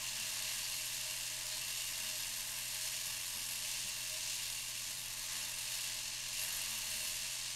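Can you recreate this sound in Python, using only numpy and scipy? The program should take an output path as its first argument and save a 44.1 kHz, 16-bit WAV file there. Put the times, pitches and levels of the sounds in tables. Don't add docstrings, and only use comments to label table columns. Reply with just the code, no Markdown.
import sys
import numpy as np
from scipy import signal
from scipy.fft import rfft, irfft, next_fast_len
from scipy.io import wavfile
from scipy.ndimage import uniform_filter1d

SR = 44100
rng = np.random.default_rng(int(sys.argv[2]) if len(sys.argv) > 2 else 0)


def wav_record(signal):
    frames = np.transpose(np.atleast_2d(signal))
    bounded = np.clip(frames, -1, 1)
    quanta = np.round(bounded * 32767).astype(np.int16)
    wavfile.write(sys.argv[1], SR, quanta)


N = 332955
TIME = np.arange(N) / SR
FFT_SIZE = next_fast_len(N + SR)
FREQS = np.maximum(np.arange(FFT_SIZE // 2 + 1) * SR / FFT_SIZE, 1)


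# time in seconds, relative level in dB.
BLADE_LEVEL = [(0.0, -43), (0.44, -42), (1.39, -43.5), (2.17, -42.5), (2.54, -45), (2.88, -42), (3.15, -44),
               (3.61, -43.5), (3.64, -41.5), (4.02, -44), (4.33, -41.5), (4.63, -45), (4.9, -44),
               (5.05, -47), (5.34, -42.5), (5.55, -45), (5.72, -42), (6.2, -44), (6.47, -42), (6.9, -43.5),
               (6.98, -42), (7.55, -43.5)]
# time in seconds, relative level in dB.
TREBLE_LEVEL = [(0.0, -58.5), (0.27, -55.5), (4.06, -56), (5.38, -58), (5.72, -54), (6.18, -63.5),
                (6.5, -54), (6.88, -55), (7.08, -52.5), (7.13, -56.5), (7.53, -62), (7.55, -69)]
# frequency in Hz, gain in dB.
STEEL_SPECTRUM = [(1000, -39), (2000, -11), (2600, 0), (3300, -2), (4300, 2), (6000, 0.5), (8000, -0.5),
                  (8900, 1.5), (9400, -7), (10800, -5), (12000, -3.5), (13000, -9.5), (14500, -14.5),
                  (15600, -21)]
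# frequency in Hz, bandwidth in Hz, lift in dB.
HANDPIECE_MODES = [(2340, 100, 3), (3010, 90, 4.5), (3314, 66, 4.5), (3660, 130, 2), (4244, 93, 3.5),
                   (4407, 52, 4), (4930, 100, 0.5), (5320, 90, 2), (5750, 70, 1), (6200, 39, 4),
                   (6620, 99, 2.5), (7080, 280, 3.5), (9060, 120, 2.5), (9620, 180, 6.5), (10430, 480, 2.5)]
# midpoint in seconds, length in seconds.
BLADE_GRINDS = [(3.68, 0.18), (6.453, 0.13)]

def blades(force, knocks):
    level_db, = curves(BLADE_LEVEL)
    bare = np.clip((TIME - 3.4) / 0.3, 0, 1)
    contact = force * grains(per_s=26000, spread_db=1.8) + from_db(-16.5) * knocks
    steel = rms_one(filtered(contact, body_response(STEEL_SPECTRUM, HANDPIECE_MODES)))
    bite_db = 3.2 * (force - force.mean()) + 1.3 * drift(40)
    grind_db = 2.5 * sum(swell(s, length) for s, length in BLADE_GRINDS)
    treble_db = about_mean(TREBLE_LEVEL) - about_mean(BLADE_LEVEL) - 1.1
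    treble_band = 1 / (1 + (9200 / FREQS) ** 8)
    steel = band_gain(steel, treble_band, treble_db + grind_db + bite_db)
    cutter_db, plate_db = -1.2 + 0.2 * bare, 1.3 + bare
    steel = band_gain(steel, np.abs(resonance(4200, 520)) ** 2, cutter_db)
    for plate_hz in (3740, 6290):
        steel = band_gain(steel, np.abs(resonance(plate_hz, 130)) ** 2, plate_db + 1.3 * drift(21))
    return from_db(level_db + 1.36) * steel


def stroke_force(turns, bite_db, limp_db, uneven_db, shake_hz, shake_db):
    angle = 2 * np.pi * turns
    bite = np.sin(2 * angle + 1) + np.sin(4 * angle + 2) / 3
    limp = np.cos(angle - 1)
    shake = np.sin(2 * np.pi * shake_hz * TIME + 0.33 * drift(0.93))
    return rms_one(from_db(bite_db * bite + limp_db * limp + shake_db * shake + uneven_db * drift(60)))


def clacks(turns, jitter_s, spread_db):
    reversals = np.flatnonzero(np.diff(np.floor(2 * turns)) > 0)
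    lateness, strength = rng.standard_normal((len(reversals), 2)).T
    strikes = np.clip(reversals + (jitter_s * SR * lateness).astype(int), 0, N - 1)
    impulses = np.zeros(N)
    impulses[strikes] = from_db(spread_db * np.clip(strength, -2, 2))
    return rms_one(impulses)


# time in seconds, relative level in dB before scaling.
COMB_LEVEL = [(0.0, -52), (0.06, -59), (0.71, -52), (1.47, -58), (2.27, -51), (2.48, -55), (3.57, -52.5),
              (3.85, -61), (5.3, -56), (5.34, -49), (5.36, -50), (5.72, -66), (5.74, -53.5), (6.29, -59),
              (6.43, -48.5), (6.83, -58.5), (7.13, -52), (7.55, -57)]
# time in seconds, centre frequency in Hz.
COMB_CENTRE = [(0, 11380), (1.6, 11350), (2.1, 11600), (2.7, 11450), (3.5, 11200), (5.1, 11260),
               (5.8, 11200), (6.7, 11200), (7.55, 11200)]

def comb_ring(force):
    centre_hz, = curves(COMB_CENTRE)
    level_db = -55.2 + 1.4 * about_mean(COMB_LEVEL) + 0.8 * drift(12)
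    contact = force ** 2 * grains(per_s=3300, spread_db=1.5)
    sizzle = rms_one(filtered(contact, 1 / (1 + 1j * FREQS / 210) ** 2))
    carrier = np.sin(2 * np.pi * np.cumsum(centre_hz) / SR + drift(120))
    return from_db(level_db) * sizzle * carrier


# time in seconds, relative level in dB.
RATTLE_LEVEL = [(0.0, -54), (0.36, -51.5), (0.78, -54), (1.95, -53), (3.51, -54.5), (4.46, -54.5),
                (4.64, -57), (5.28, -56), (5.3, -53), (5.53, -53), (5.55, -55.5), (5.84, -52.5),
                (6.12, -56.5), (6.39, -54), (6.43, -51), (7.55, -55.5)]
# frequency in Hz, gain in dB.
RATTLE_SPECTRUM = [(250, -20), (420, -18), (540, -12), (660, -3), (790, -13.5), (880, -1.5), (1100, -3),
                   (1250, -5), (1380, -9.5), (1520, -4.5), (1630, 2), (2200, 0.5), (2700, -17),
                   (4000, -17.5)]
# midpoint in seconds, length in seconds, rise of its ring in dB.
ELBOW_FLEXES = [(.02, .16, 5), (.5, 0.48, 2), (3.2, 1, 1), (5.28, 0.47, 5.5), (6.78, 0.55, 1.5)]

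def shaft_rattle(force, knocks):
    level_db, = curves(RATTLE_LEVEL)
    elbow_db = -1.3 + sum(db * swell(s, length) for s, length, db in ELBOW_FLEXES)
    contact = np.sqrt(force) * grains(per_s=5000, spread_db=2.0) + from_db(-13) * knocks
    rattle = rms_one(filtered(contact, body_response(RATTLE_SPECTRUM)))
    return from_db(level_db - 0.2) * band_gain(rattle, np.abs(resonance(1130, 400)) ** 2, elbow_db)


# time in seconds, relative level in dB before scaling.
BARREL_LEVEL = [(0.0, -52.5), (1.28, -52), (1.51, -56.5), (1.66, -51.5), (2.37, -53.5), (2.54, -56),
                (2.59, -53.5), (4.29, -52.5), (5.0, -56), (5.76, -52.5), (6.33, -54), (6.35, -50),
                (7.51, -54), (7.55, -53)]

def barrel_ring(force):
    level_db = -54 + 1.36 * about_mean(BARREL_LEVEL) + 0.65 * drift(9)
    ticks = np.sqrt(force) * grains(per_s=2500, spread_db=4.0)
    modes = resonance(2761, 90) + from_db(-6.5) * resonance(2688, 80)
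    return from_db(level_db) * rms_one(filtered(ticks, resonance(2830, 420) * modes))


# start in seconds, relative strength in dB.
CUTTER_SNAGS = [(3.7994, -28), (3.89, -24), (4.5007, -25), (4.532, -30), (4.547, -29), (6.347, -24),
                (6.4314, -32), (6.4474, -25), (6.459, -30)]

def snags(decay_s, gain_db):
    t = TIME[:SR // 20]
    contact = np.zeros(N + len(t))
    for s, db in CUTTER_SNAGS:
        start = round(s * SR)
        snap = t == 0
        rasp = 0.21 * rng.standard_normal(len(t)) * np.exp(-t / decay_s)
        contact[start:start + len(t)] += from_db(db + gain_db) * (snap + rasp)
    return filtered(contact[:N], body_response(STEEL_SPECTRUM, HANDPIECE_MODES))


# midpoint in seconds, length in seconds, pitch in Hz,
# glide in Hz per second, peak level in dB.
BLADE_SQUEAKS = [(.09, 0.045, 4160, 1502, -46), (0.267, 0.06, 4170, -2000, -49),
                 (0.492, 0.049, 4190, 1000, -44), (0.648, .05, 4600, 3000, -43.5),
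                 (0.74, .05, 4210, -2000, -47), (1.547, 0.096, 4190, 2987, -48),
                 (2.07, 0.075, 2830, 9, -45.5), (5.335, 0.032, 11170, 0, -46), (6.438, .014, 11400, 0, -42),
                 (6.526, .012, 11400, -7, -44), (6.547, 0.013, 11500, 0, -43),
                 (6.571, 0.0091, 11500, 0, -38)]

def squeaks():
    out = np.zeros(N)
    roughness = drift(150)
    for s, length, hz, glide, peak_db in BLADE_SQUEAKS:
        near = np.abs(TIME - s) < length / 2
        t = TIME[near] - s
        phase = 2 * np.pi * (hz + glide * t / 2) * t + roughness[near]
        out[near] += from_db(peak_db) * np.cos(np.pi * t / length) * np.sin(phase)
    return out


# order (multiple of the rotation rate), rms level in dB.
DRIVE_ORDERS = [(2, -94), (3, -78), (7, -77.5), (19.3, -72), (22, -75.5), (24, -71), (26, -73.5),
                (32, -76.5)]
# midpoint in seconds, length in seconds,
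# order, relative peak level in dB.
TUBE_RESONANCES = [(0.014, 0.11, 14, -62), (0.204, 0.22, 5, -70), (.32, 0.69, 14, -71),
                   (0.804, 0.2, 14, -61), (1.107, .18, 14, -64), (1.38, .2, 14, -67), (1.53, 0.21, 14, -66),
                   (2.1, 0.53, 5, -74), (2.11, 0.26, 14, -63), (2.847, 0.62, 14, -68),
                   (3.657, 0.11, 14, -63), (4.134, 0.13, 14, -60), (5.65, 0.25, 14, -72),
                   (5.947, 0.21, 14, -68), (6.43, 0.16, 14, -66), (6.734, .2, 5, -68),
                   (7.023, 0.17, 5, -73), (7.03, 0.35, 14, -63)]

def whir(turns, flutter):
    def partial(order, waver_rad):
        amplitude = 1 + flutter * drift(20)
        return rms_one(amplitude * np.sin(2 * np.pi * order * turns + waver_rad * drift(4.1)))

    def tube(order, rest_db, unsteady_db, waver_rad):
        rest = from_db(rest_db + unsteady_db * drift(7.6))
        swells = sum(from_db(db) * swell(s, length)
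                     for s, length, k, db in TUBE_RESONANCES if k == order)
        return (rest + swells) * partial(order, waver_rad)

    drone = from_db(-3) * tube(order=14, rest_db=-69, unsteady_db=1.0, waver_rad=1.1)
    growl = tube(order=5, rest_db=-74.5, unsteady_db=1.6, waver_rad=0.68)
    return drone + growl + sum(from_db(db) * partial(k, waver_rad=0.48) for k, db in DRIVE_ORDERS)


# frequency in Hz, rms level in dB, waver in radians.
MOTOR_TONES = [(29.6, -66, .02), (120, -65.5, 0.033), (1754, -75, 0.67)]

def motor():
    return sum(from_db(db) * rms_one(np.sin(2 * np.pi * hz * TIME + waver * drift(3.1)))
               for hz, db, waver in MOTOR_TONES)


# time of greatest force in seconds, relative peak level in dB.
SHEEP_BUMPS = [(3.07, -55), (3.365, -52), (3.41, -57), (3.85, -52), (4.98, -57), (5.42, -58), (6.48, -62)]
# frequency in Hz, gain in dB, time to decay by 60 dB in seconds.
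WOOD_MODES = [(100, 1, .09), (143, 22, 0.11), (181, 14, 0.07), (240, -8, .07), (310, -8, .06)]

def bumps(rise_s, gain_db):
    board = sum(from_db(db) * resonance(hz, np.log(1000) / np.pi / t60) for hz, db, t60 in WOOD_MODES)
    out = np.zeros(N)
    for s, peak_db in SHEEP_BUMPS:
        age = np.clip((TIME - s) / rise_s + 1, 0, 50)
        thud = filtered(age * np.exp(-age) * rng.standard_normal(N), board)
        out += from_db(peak_db + gain_db) * thud / np.abs(thud).max()
    return out


# midpoint in seconds, length in seconds, top level in dB.
RUMBLE_SWELLS = [(.25, 0.82, -72), (5.42, 0.3, -74), (6.55, 0.45, -70), (7.0, .55, -69.5)]
# frequency in Hz, gain in dB.
RUMBLE_SPECTRUM = [(15, -1), (60, 9.5), (160, 1.5), (280, -3.5), (420, -7.5), (520, -0.5), (800, -16),
                   (2000, -26.5)]

def handling_rumble():
    floor = from_db(-72 + 1.3 * drift(6.2))
    swells = sum(from_db(db) * swell(s, length) for s, length, db in RUMBLE_SWELLS)
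    rumble = filtered(grains(per_s=2500, spread_db=2.0), body_response(RUMBLE_SPECTRUM))
    return (floor + swells) * rms_one(rumble)


# frequency in Hz, gain in dB.
AIR_SPECTRUM = [(12, -4), (20, 12), (40, 0.5), (60, -8), (90, -4), (150, -4), (200, -8.5), (280, -9),
                (420, -15), (1000, -28), (4000, -49)]

def barn_air():
    return from_db(-68) * rms_one(filtered(rng.standard_normal(N), body_response(AIR_SPECTRUM)))


def barn_reverb(direct, t60_s, wet_db, move_hz):
    t = TIME[:SR // 2]
    room = 0
    for _ in range(6):
        tail = rng.standard_normal(len(t)) * from_db(-60 * t / t60_s) * (t > 0.004)
        room = room + drift(move_hz) * signal.fftconvolve(direct, tail / np.linalg.norm(tail))[:N]
    direct_power, room_power = [uniform_filter1d(x ** 2, SR // 8) + 1e-18 for x in (direct, room)]
    wet = from_db(wet_db)
    return (direct + wet * room * np.sqrt(direct_power / room_power)) / np.hypot(1, wet)


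def from_db(db):
    return 10 ** (np.asarray(db) / 20)


def rms_one(x):
    return x / np.sqrt(np.mean(x ** 2) + 1e-20)


def curves(rows):
    times, *columns = np.transpose(rows)
    return [np.interp(TIME, times, column) for column in columns]


def about_mean(rows):
    db, = curves(rows)
    return db - db.mean()


def swell(middle_s, length_s):
    return np.cos(np.pi * np.clip((TIME - middle_s) / length_s, -0.5, 0.5)) ** 2


def drift(rate_hz):
    t = np.arange(2 ** 15) * 16 / SR
    hz = np.arange(len(t) // 2 + 1) / t[-1]
    spectrum = rfft(rng.standard_normal(len(t))) / (1 + (hz / rate_hz) ** 2)
    return rms_one(np.interp(TIME, t, irfft(spectrum)))


def grains(per_s, spread_db):
    sizes = from_db(spread_db * np.minimum(rng.exponential(1, N), 4)) * rng.choice([-1, 1], N)
    return rms_one(sizes * (rng.random(N) < per_s / SR))


def filtered(x, response):
    return irfft(rfft(x, FFT_SIZE) * response, FFT_SIZE)[:N]


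def resonance(hz, width_hz):
    return 1 / (1 + 1j * (FREQS ** 2 - hz ** 2) / (FREQS * width_hz))


def body_response(spectrum, modes=()):
    hz, db = np.transpose(spectrum)
    response = from_db(np.interp(np.log(FREQS), np.log(hz), db))
    for centre, width, lift_db in modes:
        response = response * (1 + (from_db(lift_db) - 1) * resonance(centre, width))
    return response


def band_gain(x, band, gain_db):
    return x + (from_db(gain_db) - 1) * filtered(x, band)


# time in seconds, speed in turns per second.
DRIVE_SPEED = [(0, 44.38), (2.0, 44.36), (2.8, 44.41), (3.6, 44.35), (4.8, 44.44), (5.6, 44.28),
               (6.2, 44.4), (7.55, 44.35)]

def scene():
    speed, = curves(DRIVE_SPEED)
    turns = np.cumsum(speed) / SR
    cutter_turns = turns + 0.2 + 0.12 * drift(1.5)
    force = stroke_force(cutter_turns, bite_db=1.4, limp_db=0.74, uneven_db=0.64,
                         shake_hz=31.0, shake_db=0.47)
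    knocks = clacks(cutter_turns, jitter_s=0.0016, spread_db=2.5)
    shears = blades(force, knocks) + comb_ring(force) + shaft_rattle(force, knocks) + barrel_ring(force)
    shears += snags(decay_s=0.0011, gain_db=4) + squeaks()
    air = barn_air()
    drive = whir(turns, flutter=0.37) + motor()
    shears = barn_reverb(shears, t60_s=0.47, wet_db=-8.5, move_hz=4.6)
    return (shears + drive + bumps(rise_s=0.015, gain_db=0.5) + handling_rumble() + air)[None]


def record(dry):
    cutoff_hz = 15700
    return filtered(dry[0], 1 / (1 + (FREQS / cutoff_hz) ** 400))[None]


dry = scene()
out = record(dry)
wav_record(out)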